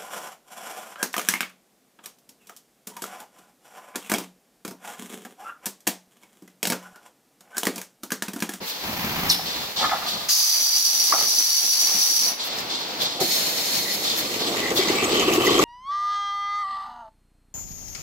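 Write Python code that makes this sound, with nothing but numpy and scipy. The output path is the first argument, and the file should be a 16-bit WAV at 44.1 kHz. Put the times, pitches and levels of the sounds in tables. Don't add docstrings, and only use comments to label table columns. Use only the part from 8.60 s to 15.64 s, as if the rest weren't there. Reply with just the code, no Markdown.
import sys
import numpy as np
from scipy import signal
from scipy.fft import rfft, irfft
from scipy.io import wavfile
from scipy.ndimage import uniform_filter1d

SR = 44100
rng = np.random.default_rng(int(sys.argv[2]) if len(sys.argv) > 2 else 0)


def dump(signal):
    limited = np.clip(np.atleast_2d(signal).T, -1, 1)
    pcm = np.round(limited * 32767).astype(np.int16)
    wavfile.write(sys.argv[1], SR, pcm)


N = 310464
T = np.arange(N) / SR

# frequency in Hz, relative density in dB.
HALL_SPECTRUM = [(35, -19), (90, -17.5), (190, -6.5), (380, -7), (550, -5), (850, -3.5), (1500, -9.5),
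                 (2200, -7), (3300, -8), (4300, -4), (6000, -12.5), (9000, -28.5), (15000, -19)]
SPRAY_SPECTRUM = [(3000, 0.5), (6500, 0.5), (9000, -8.5), (12000, 2), (15500, 0.5)]
MUFFLER_SPECTRUM = [(1000, -3.5), (2500, -16.5), (3500, 7), (4400, 3), (5300, -1.5), (6500, -6.5),
                    (9000, -19.5), (15000, -51)]
WHEEL_SPECTRUM = [(35, -12), (70, -6.5), (120, -7), (190, 1), (330, -7.5), (550, -12), (800, -5.5),
                  (1400, -10), (2400, -9), (5000, -15), (9000, -29.5), (15000, -13.5)]
JET_SPECTRUM = [(800, -47), (2500, -17), (3800, -4.5), (4700, -6), (5400, -8), (6800, -5.5), (8500, -13.5),
                (11000, -2.5), (13000, -7.5), (15500, -5)]
ROLLER_SPECTRUM = [(35, -49), (100, -13.5), (190, -5), (280, -3), (390, -1), (500, -2.5), (600, -7),
                   (690, -7), (850, -7.5), (1400, -15.5), (2500, -27.5)]
VENT_SPECTRUM = [(120, -33), (200, -18), (371, -21), (677, -6), (728, -29), (1130, -23), (2210, -8),
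                 (2800, -13), (4330, 0), (4840, -15), (6710, -7.5), (8200, -16), (13200, -8.5),
                 (15500, -13.5)]
WEB_SPECTRUM = [(500, 5), (1550, -18), (1950, 3.5), (2250, 2), (2900, 1), (3500, -2), (5000, -7),
                (7500, -4.5), (9000, -22), (12000, -11), (15500, -26)]

# frequency in Hz, width in Hz, relative gain in dB.
MUFFLER_MODES = [(3494, 280, 2), (4300, 120, 7), (4420, 80, 5), (5163, 90, 2)]
FRAME_MODES = [(185, 120, -9), (346, 51, 3), (567, 150, -8), (715, 100, 3), (790, 90, 0), (1125, 63, -2),
               (1187, 57, 4.5), (1220, 62, 2.5), (1360, 110, -10), (1840, 550, -2.5), (2700, 100, -7),
               (4300, 3600, -33)]
JET_MODES = [(4410, 55, -10), (4552, 28, 10.5), (4660, 33, -4), (4780, 17, 0), (4845, 23, -9),
             (5000, 25, 3), (5260, 60, 2), (5465, 30, 3), (5580, 16, 4), (5670, 25, 7.5), (5720, 31, 8),
             (5817, 23, 7), (5920, 23, 6), (5980, 35, 7), (6080, 17, -2)]
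VENT_MODES = [(3120, 37, 1.5), (3620, 40, -2), (3840, 80, -2), (4160, 68, -11), (4280, 55, 5.5),
              (4466, 56, 4.5), (4830, 36, 2), (5180, 120, 0.5), (5520, 31, 2), (6260, 90, -0.5),
              (6400, 50, -10), (6780, 80, -6), (7230, 50, -4)]

# middle in seconds, level in dB.
PILOT_SPRAYS = [(.092, -32.5), (1.495, -37), (3.862, -31), (3.99, -34.5), (4.43, -28.5), (5.59, -24),
                (6.173, -24.5), (6.748, -26.5), (6.858, -27)]
# start in seconds, level in dB, decay in seconds, hiss pitch in Hz.
NEAR_SPITS = [(0.69, -9.5, 0.011, 4850), (0.709, -12.5, 0.018, 3980), (1.689, -20, 0.12, 5330)]
# start in seconds, relative level in dB.
FAR_PUFFS = [(0.065, -33), (0.849, -28), (1.157, -24.5), (1.456, -27), (3.781, -27.5), (4.088, -27.5),
             (4.393, -24.5), (5.432, -24.5), (5.785, -26.5), (6.155, -24), (6.495, -26.5), (6.84, -25)]
# start and stop in seconds, rolling level in dB, its slope in dB per second,
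# leaking air in dB.
CARRIAGE_MOVES = [(0.202, 0.69, -30.5, 11, -40), (0.718, 1.04, -34.5, -5, -49),
                  (1.148, 1.712, -34, -23, -44.5)]
# level in dB, decay in seconds, first and last pitch in Hz.
DUMP_NOTES = [(-6.5, 0.0079, 5700, 5300), (-26, 0.066, 5000, 5300), (-12, 0.019, 4700, 3100)]
# start in seconds, peak in dB, centre in Hz, clatter decay in seconds.
FRAME_KNOCKS = [(0.793, -21.5, 770, 0.004), (1.194, -20.5, 775, 0.015), (1.211, -18.5, 740, .01),
                (1.226, -14.5, 1050, 0.008), (1.24, -11, 1080, 0.012), (1.266, -21, 900, 0.0074),
                (1.294, -14, 1520, 0.0038), (1.315, -12, 980, 0.013), (1.332, -15.5, 750, 0.014),
                (1.362, -19, 1100, 0.0074), (1.385, -24.5, 780, .006), (1.422, -23, 1100, .01),
                (1.453, -24, 797, 0.011), (1.691, -7.5, 5000, 0.0062), (2.523, -11.5, 1240, 0.004),
                (2.536, -13, 790, 0.0088), (2.552, -20, 950, 0.0087), (2.579, -23, 1050, .008),
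                (2.609, -23.5, 1050, .008), (3.986, -12, 5000, 0.006), (4.591, -21, 466, 0.014),
                (4.608, -14.5, 260, 0.013), (4.612, -16, 560, 0.009), (4.652, -28, 400, .015)]
# middle in seconds, level in dB, half length in seconds,
# pitch in Hz.
JET_FLARES = [(2.075, -29, .014, 5550), (2.152, -23, .018, 4840), (2.285, -26, 0.018, 4600),
              (2.788, -10.5, .003, 5900), (2.799, -14, 0.0022, 5900)]
# start in seconds, boom level in dB, shell ring level in dB.
ROLLER_THUMPS = [(2.523, -40, -7.5), (4.610, -15.5, -34), (6.190, -13.5, -36), (6.299, -17, -31),
                 (6.425, -18, -21), (6.591, -15, -32), (6.678, -10.5, -23), (6.776, -11.5, -35),
                 (6.845, -18, -20), (6.875, -14.5, -28), (6.895, -22, -16), (6.994, -12, -8)]
# middle in seconds, level in dB, half length in seconds.
WEB_SQUEAKS = [(5.29, -36.5, 0.036), (6.025, -27, .012), (6.056, -26.5, 0.015), (6.098, -30, 0.019),
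               (6.29, -27.5, 0.01), (6.876, -26.5, 0.013)]
# middle in seconds, level in dB, pitch in Hz.
WEB_SCRAPES = [(6.23, -33, 2050), (6.4, -30, 2420), (6.54, -30, 2843), (6.6, -27.5, 3050), (6.7, -26, 2780),
               (6.82, -29, 2900), (6.9, -32, 3146), (6.97, -29, 3250)]
DRIVE_HZ, DRIVE_SWELLS = 8031, [(5.89, -46, 0.03), (6.44, -43, 0.075)]

CARRIAGE_ATTACK_S, CARRIAGE_RELEASE_S = 0.015, 0.047
JET_ON_S, JET_OFF_S = 1.684, 3.684
START_S, FULL_S, LOG_TURNS_PER_S = 4.56, 7.0, 8.296
BOOM_HZ, SHELL_HZ = 376.5, 1154


def undb(db):
    return 10 ** (np.asarray(db) / 20)


def unit(x):
    return x / np.sqrt(np.mean(x ** 2))


def noise():
    return rng.standard_normal(N)


def walk(rate):
    hold = int(SR / rate)
    held = np.repeat(rng.standard_normal(N // 20)[:N // hold + 1], hold)[:N]
    return 1.9 * uniform_filter1d(uniform_filter1d(held, hold), hold)


def colour(x, points):
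    hz, db = np.transpose(points)
    f = np.fft.rfftfreq(N, 1 / SR) + 1
    skirt = 1 / np.sqrt(1 + (hz[0] / f / 2) ** 4)
    return unit(irfft(rfft(x) * skirt * undb(np.interp(np.log(f), np.log(hz), db)), N))


def band(x, hz, width):
    return signal.lfilter(*signal.iirpeak(hz, hz / min(width, SR / 3), SR), x + 1e-18)


def ring(x, modes):
    return sum(undb(db) * band(x, hz, width) for hz, width, db in modes)


def sing(hz, width_hz):
    slow = signal.sosfilt(signal.butter(2, width_hz / 2, fs=SR, output="sos"), noise() + 1j * noise())
    return unit(np.real(slow * np.exp(2j * np.pi * np.cumsum(hz * np.ones(N)) / SR)))


def tone(hz, waver=0.7):
    return np.sqrt(2) * np.sin(2 * np.pi * np.cumsum(hz * np.ones(N)) / SR + waver * walk(500))


def fall(start, decay):
    return np.exp(-np.maximum(T - start, 0) / decay)


def gate(on, off, attack, release):
    return (1 - fall(on, attack)) ** 2 * np.exp(-np.clip((T - off) / release, 0, 20))


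def burst(start, rise, decay):
    out, now = np.zeros(N), slice(*np.searchsorted(T, [start, start + 10 * decay]))
    age = T[now] - start
    out[now] = (1 - np.exp(-age / rise)) ** 2 * np.exp(-age / decay)
    return out


def swells(rows):
    out = np.zeros(N)
    for s, db, half in rows:
        now = slice(*np.searchsorted(T, [s - 10 * half, s + 10 * half]))
        out[now] += undb(db) * np.exp(-((T[now] - s) / half) ** 2)
    return out


def speed():
    return np.maximum(T - START_S, 0) / (FULL_S - START_S)


def with_speed(db, growth_db):
    return undb(db + growth_db * np.log10(speed() + 1e-6))


def turns_since(s):
    turns = np.cumsum(speed()) * LOG_TURNS_PER_S / SR
    return turns - np.interp(s, T, turns)


def diffuse(a, b, alike_hz=950):
    alike = undb(-1.3) / (1 + (np.fft.rfftfreq(len(a), 1 / SR) / alike_hz) ** 2)
    mid, side = rfft(a) * np.sqrt(1 + alike), rfft(b) * np.sqrt(1 - alike)
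    return irfft(np.array([mid + side, mid - side]), len(a)) / np.sqrt(2)


def place(x, lag, wet_db, frame_s=0.011, hall_t60=0.7, hall_db=-19):
    t = T[:SR // 2]
    fade = (np.exp(-t / frame_s) + undb(hall_db - 60 * t / hall_t60)) * (t > .001)
    echoes = diffuse(*(rng.standard_normal((2, len(t))) * fade)) / np.sqrt(np.sum(fade ** 2))
    wet = signal.fftconvolve(x[None], echoes, axes=1)[:, :N]
    direct = np.array([np.interp(np.arange(N) - lag, np.arange(N), x), x])
    return (direct + undb(wet_db) * wet) / np.sqrt(1 + undb(2 * wet_db))


def hiss(points, lag, spread_db):
    core, a, b = (colour(noise(), points) for _ in range(3))
    direct = np.array([np.roll(core, lag), core])
    return (direct + undb(spread_db) * diffuse(a, b)) / np.sqrt(1 + undb(2 * spread_db))


def resound(modes, hz, width):
    return diffuse(*(unit(band(ring(noise(), modes), hz, width)) for _ in range(2)))


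def hall(level_db=-35, rise_db_per_s=0.5):
    wash = hiss(HALL_SPECTRUM, lag=18, spread_db=5) * (1 - fall(0, 0.0075))
    wash *= undb(level_db + rise_db_per_s * T + .9 * walk(9) + 1.1 * walk(40))
    return wash + band(wash, 120, 220) * (undb(3.2 * walk(22)) - 1)


def valves(leak_db=-38.5, spray_half_s=0.026):
    spits = 0
    for s, db, decay, hz in NEAR_SPITS:
        port = unit(band(band(noise(), hz, 2100), hz, 3200))
        fizz = unit(band(band(noise(), 12600, 4000), 11300, 6000))
        spits += undb(db) * burst(s, .004, decay) * (port + undb(-6) * fizz)
    leaks = [(0, JET_ON_S, leak_db)] + [(on, off, db) for on, off, _, _, db in CARRIAGE_MOVES]
    leak = np.sqrt(sum((undb(db) * gate(on, off, CARRIAGE_ATTACK_S, CARRIAGE_RELEASE_S)) ** 2
                       for on, off, db in leaks))
    pilots = swells([(s, db, spray_half_s) for s, db in PILOT_SPRAYS])
    spray = (pilots + leak) * hiss(SPRAY_SPECTRUM, lag=14, spread_db=23)
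    return place(spits * undb(1.8 * walk(329)), lag=8, wet_db=0, frame_s=0.004) + spray


def exhausts(decay_s=0.15):
    pressure = np.sqrt(sum((undb(db) * burst(s, 0.0078, decay_s)) ** 2 for s, db in FAR_PUFFS))
    ringing = place(pressure * unit(ring(noise(), MUFFLER_MODES)), lag=17, wet_db=0)
    flutter = undb(1.3 * walk(60))
    air = pressure * hiss(MUFFLER_SPECTRUM, lag=17, spread_db=1) * flutter
    return undb(1.5) * air + undb(-2) * ringing


def carriage(grind_hz=450, grind_build_s=0.025, chatter_db=-35.5):
    travel = 0
    for on, off, db, slope, _ in CARRIAGE_MOVES:
        level = undb(db + slope * (np.clip(T, on, off) - on))
        travel += level * gate(on, off, CARRIAGE_ATTACK_S, CARRIAGE_RELEASE_S)
    rolling = hiss(WHEEL_SPECTRUM, lag=7, spread_db=0) * undb(1.2 * walk(150)) * travel
    rumble = signal.sosfiltfilt(signal.butter(2, grind_hz, fs=SR, output="sos"), rolling)
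    grinding = (rolling - rumble) * (1 - fall(CARRIAGE_MOVES[0][0], grind_build_s))
    taps = noise() * undb(3.7 * walk(160))
    chatter = unit(band(ring(taps, FRAME_MODES[3:10]) + 0.39 * taps, 960, 800))
    chatter *= undb(chatter_db) * gate(on=1.195, off=1.32, attack=0.0097, release=0.37)
    return rumble + grinding + place(chatter, lag=3, wet_db=2.2, frame_s=0.0037)


def dump_valve(start_s=0.694, collapse_s=0.03):
    pressure = fall(start_s, collapse_s)
    notes = sum(undb(db) * burst(start_s, 0.0034, decay) * tone(last + (first - last) * pressure, 0.73)
                for db, decay, first, last in DUMP_NOTES)
    return place(notes * undb(2 * walk(600)), lag=8, wet_db=-5, frame_s=0.0031)


def knocks(clatter=0.27, breadth=0.55):
    out, t = np.zeros(N + SR), T[:SR // 4]
    for s, db, hz, decay in FRAME_KNOCKS:
        force = clatter * rng.standard_normal(len(t)) * np.exp(-t / decay)
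        force[0] += 1
        force = band(band(force, hz, breadth * hz), hz, 2 * hz)
        blow = ring(force, FRAME_MODES) + 0.35 * force
        out[int(s * SR):][:len(t)] += undb(db) * blow / np.abs(blow).max()
    return place(out[:N], lag=2, wet_db=-1.5)


def nozzle(level_db=-23, whistle_hz=5795, edge_hz=4640, settle_s=.33):
    surplus = fall(JET_ON_S, settle_s)
    pitch = whistle_hz * (1 + .1 * surplus)
    whistle = sing(pitch, 320) * undb(-5 + 1.3 * walk(60))
    overtone = undb(-13) * sing(1.9 * pitch, 670)
    edge = sing(edge_hz * (1 + .075 * surplus), 580) * undb(-11.5 + 12.6 * np.sqrt(surplus) + walk(40.1))
    settled = 1 - .6 * surplus
    ringing = undb(1) * settled * resound(JET_MODES, 5270, 2000)
    pressure = gate(JET_ON_S, JET_OFF_S, attack=0.0023, release=0.037)
    pressure *= undb(level_db + 0.48 * walk(34.81) + 0.8 * walk(400))
    flares = sum(swells([(s, db, half)]) * tone(hz) for s, db, half, hz in JET_FLARES)
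    notes = place((whistle + overtone + edge) * pressure + flares, lag=-7, wet_db=0, frame_s=0.008)
    air = undb(-1) * hiss(JET_SPECTRUM, lag=-8, spread_db=13)
    return notes + (ringing + air) * pressure


def thumps(boom_decay_s=0.0057, shell_decay_s=0.0029):
    out, t = np.zeros(N + SR), T[:SR // 8]
    for s, boom_db, shell_db in ROLLER_THUMPS:
        for hz, db, decay in ((BOOM_HZ, boom_db, boom_decay_s), (SHELL_HZ, shell_db, shell_decay_s)):
            shape = (1 - np.exp(-t / 0.0022)) ** 2 * np.exp(-t / decay)
            out[int(s * SR):][:len(t)] += undb(db) * shape / shape.max() * np.sin(2 * np.pi * hz * t)
    return place(out[:N], lag=6, wet_db=-11, frame_s=0.0042)


def rollers(creep_s=3.78, creep_db=-37, bumps_per_turn=2.516, bump_at_s=6.995):
    bump = np.cos(2 * np.pi * bumps_per_turn * turns_since(bump_at_s)) * (T > START_S)
    body = undb(-3.5) * colour(noise() * undb(2 * walk(120)), ROLLER_SPECTRUM)
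    boom = sing(BOOM_HZ, 132)
    shell = undb(-6.5) * unit(sing(SHELL_HZ, 142) * undb(4 * bump))
    creep = undb(creep_db) * gate(creep_s, T[-1], attack=0.15, release=1)
    force = np.hypot(with_speed(-21.5, growth_db=35.5), creep)
    return place((body + speed() * (boom + shell)) * force, lag=7, wet_db=-11, frame_s=0.0042)


def vent(start_s=4.597, empty_s=1, full_db=-23, leak_db=-59):
    remaining = undb(full_db) * np.exp(-((T - start_s) / empty_s) ** 2) + undb(leak_db)
    pressure = gate(start_s, T[-1], attack=0.0044, release=empty_s) * remaining * undb(0.88 * walk(30))
    ringing = resound(VENT_MODES, 5300, 4700) * undb(-3 + 0.74 * walk(110))
    return (undb(-1) * hiss(VENT_SPECTRUM, lag=20, spread_db=9.1) + ringing) * pressure


def paper(squeak_hz=1970, scrape_half_s=0.046, first_crease_s=6.102):
    rustle = hiss(WEB_SPECTRUM, lag=12, spread_db=4.8) * with_speed(-26, growth_db=31.5)
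    rustle *= undb(1.86 * walk(500) + 2 * walk(60))
    scrape_s, _, scrape_hz = np.transpose(WEB_SCRAPES)
    pitch = np.interp(T, scrape_s, scrape_hz) * (1 + .025 * walk(110))
    contact = swells([(s, db, scrape_half_s) for s, db, _ in WEB_SCRAPES])
    scrapes = sing(pitch, 460) * contact * undb(1.3 * walk(500))
    squeaks = sing(squeak_hz, 170) * swells(WEB_SQUEAKS) * undb(2 * walk(200))
    turns = turns_since(first_crease_s)
    crease_times = np.interp(np.arange(turns[-1]), turns, T)
    creases = sum(burst(s, rise=0.00047, decay=0.0049) for s in crease_times)
    snaps = creases * with_speed(-5.5, growth_db=33) * band(band(noise(), 6300, 1460), 6200, 2500)
    return (rustle + place(scrapes, lag=18, wet_db=-1.3, frame_s=0.0033)
            + place(squeaks, lag=3, wet_db=-7) + place(snaps, lag=13, wet_db=-20))


def drive():
    level = with_speed(-47, growth_db=27) + swells(DRIVE_SWELLS)
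    whine = np.sqrt(2) * np.sin(2 * np.pi * DRIVE_HZ * T + .6 * walk(45)) * level
    return np.array([whine * np.abs(1 + .5 * walk(60)) for _ in range(2)])


def scene():
    return (hall() + valves() + exhausts() + carriage() + dump_valve() + knocks()
            + nozzle() + thumps() + rollers() + vent() + paper() + drive())


def follow(x, release_s):
    keep = np.exp(-1 / (release_s * SR))
    return 10 * np.log10(signal.lfilter([1 - keep], [1, -keep], np.mean(x ** 2, axis=0)) + 1e-12)


def suppress(x, threshold_db=14, knee_db=6, dip_db=-5, gate_hz=560, gate_db=-0.3, low_cut_hz=182):
    excess_db = follow(band(x, 7190, 1100), 0.03) - follow(band(band(x, 780, 990), 880, 1240), 0.025)
    share = np.clip(1.5 + (excess_db - threshold_db) / knee_db, 0, 1)
    thin = x - (1 - undb(dip_db)) * band(x, 500, 540)
    low = signal.sosfiltfilt(signal.butter(4, gate_hz, fs=SR, output="sos"), thin)
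    lull_db = follow(low, 0.21) - follow(low, 0.014)
    shut = uniform_filter1d(np.clip((gate_db + lull_db) / 2, 0, 1), size=700)
    low_cut = signal.butter(3, low_cut_hz, "high", fs=SR, output="sos")
    thin = signal.sosfiltfilt(low_cut, thin - shut * low)
    return x + share * (thin - x)


def record(dry):
    top_cut = signal.firwin(301, 15850, fs=SR)
    return signal.fftconvolve(suppress(dry), top_cut[None], "same", axes=1)


dry = scene()
out = record(dry)
dump(out)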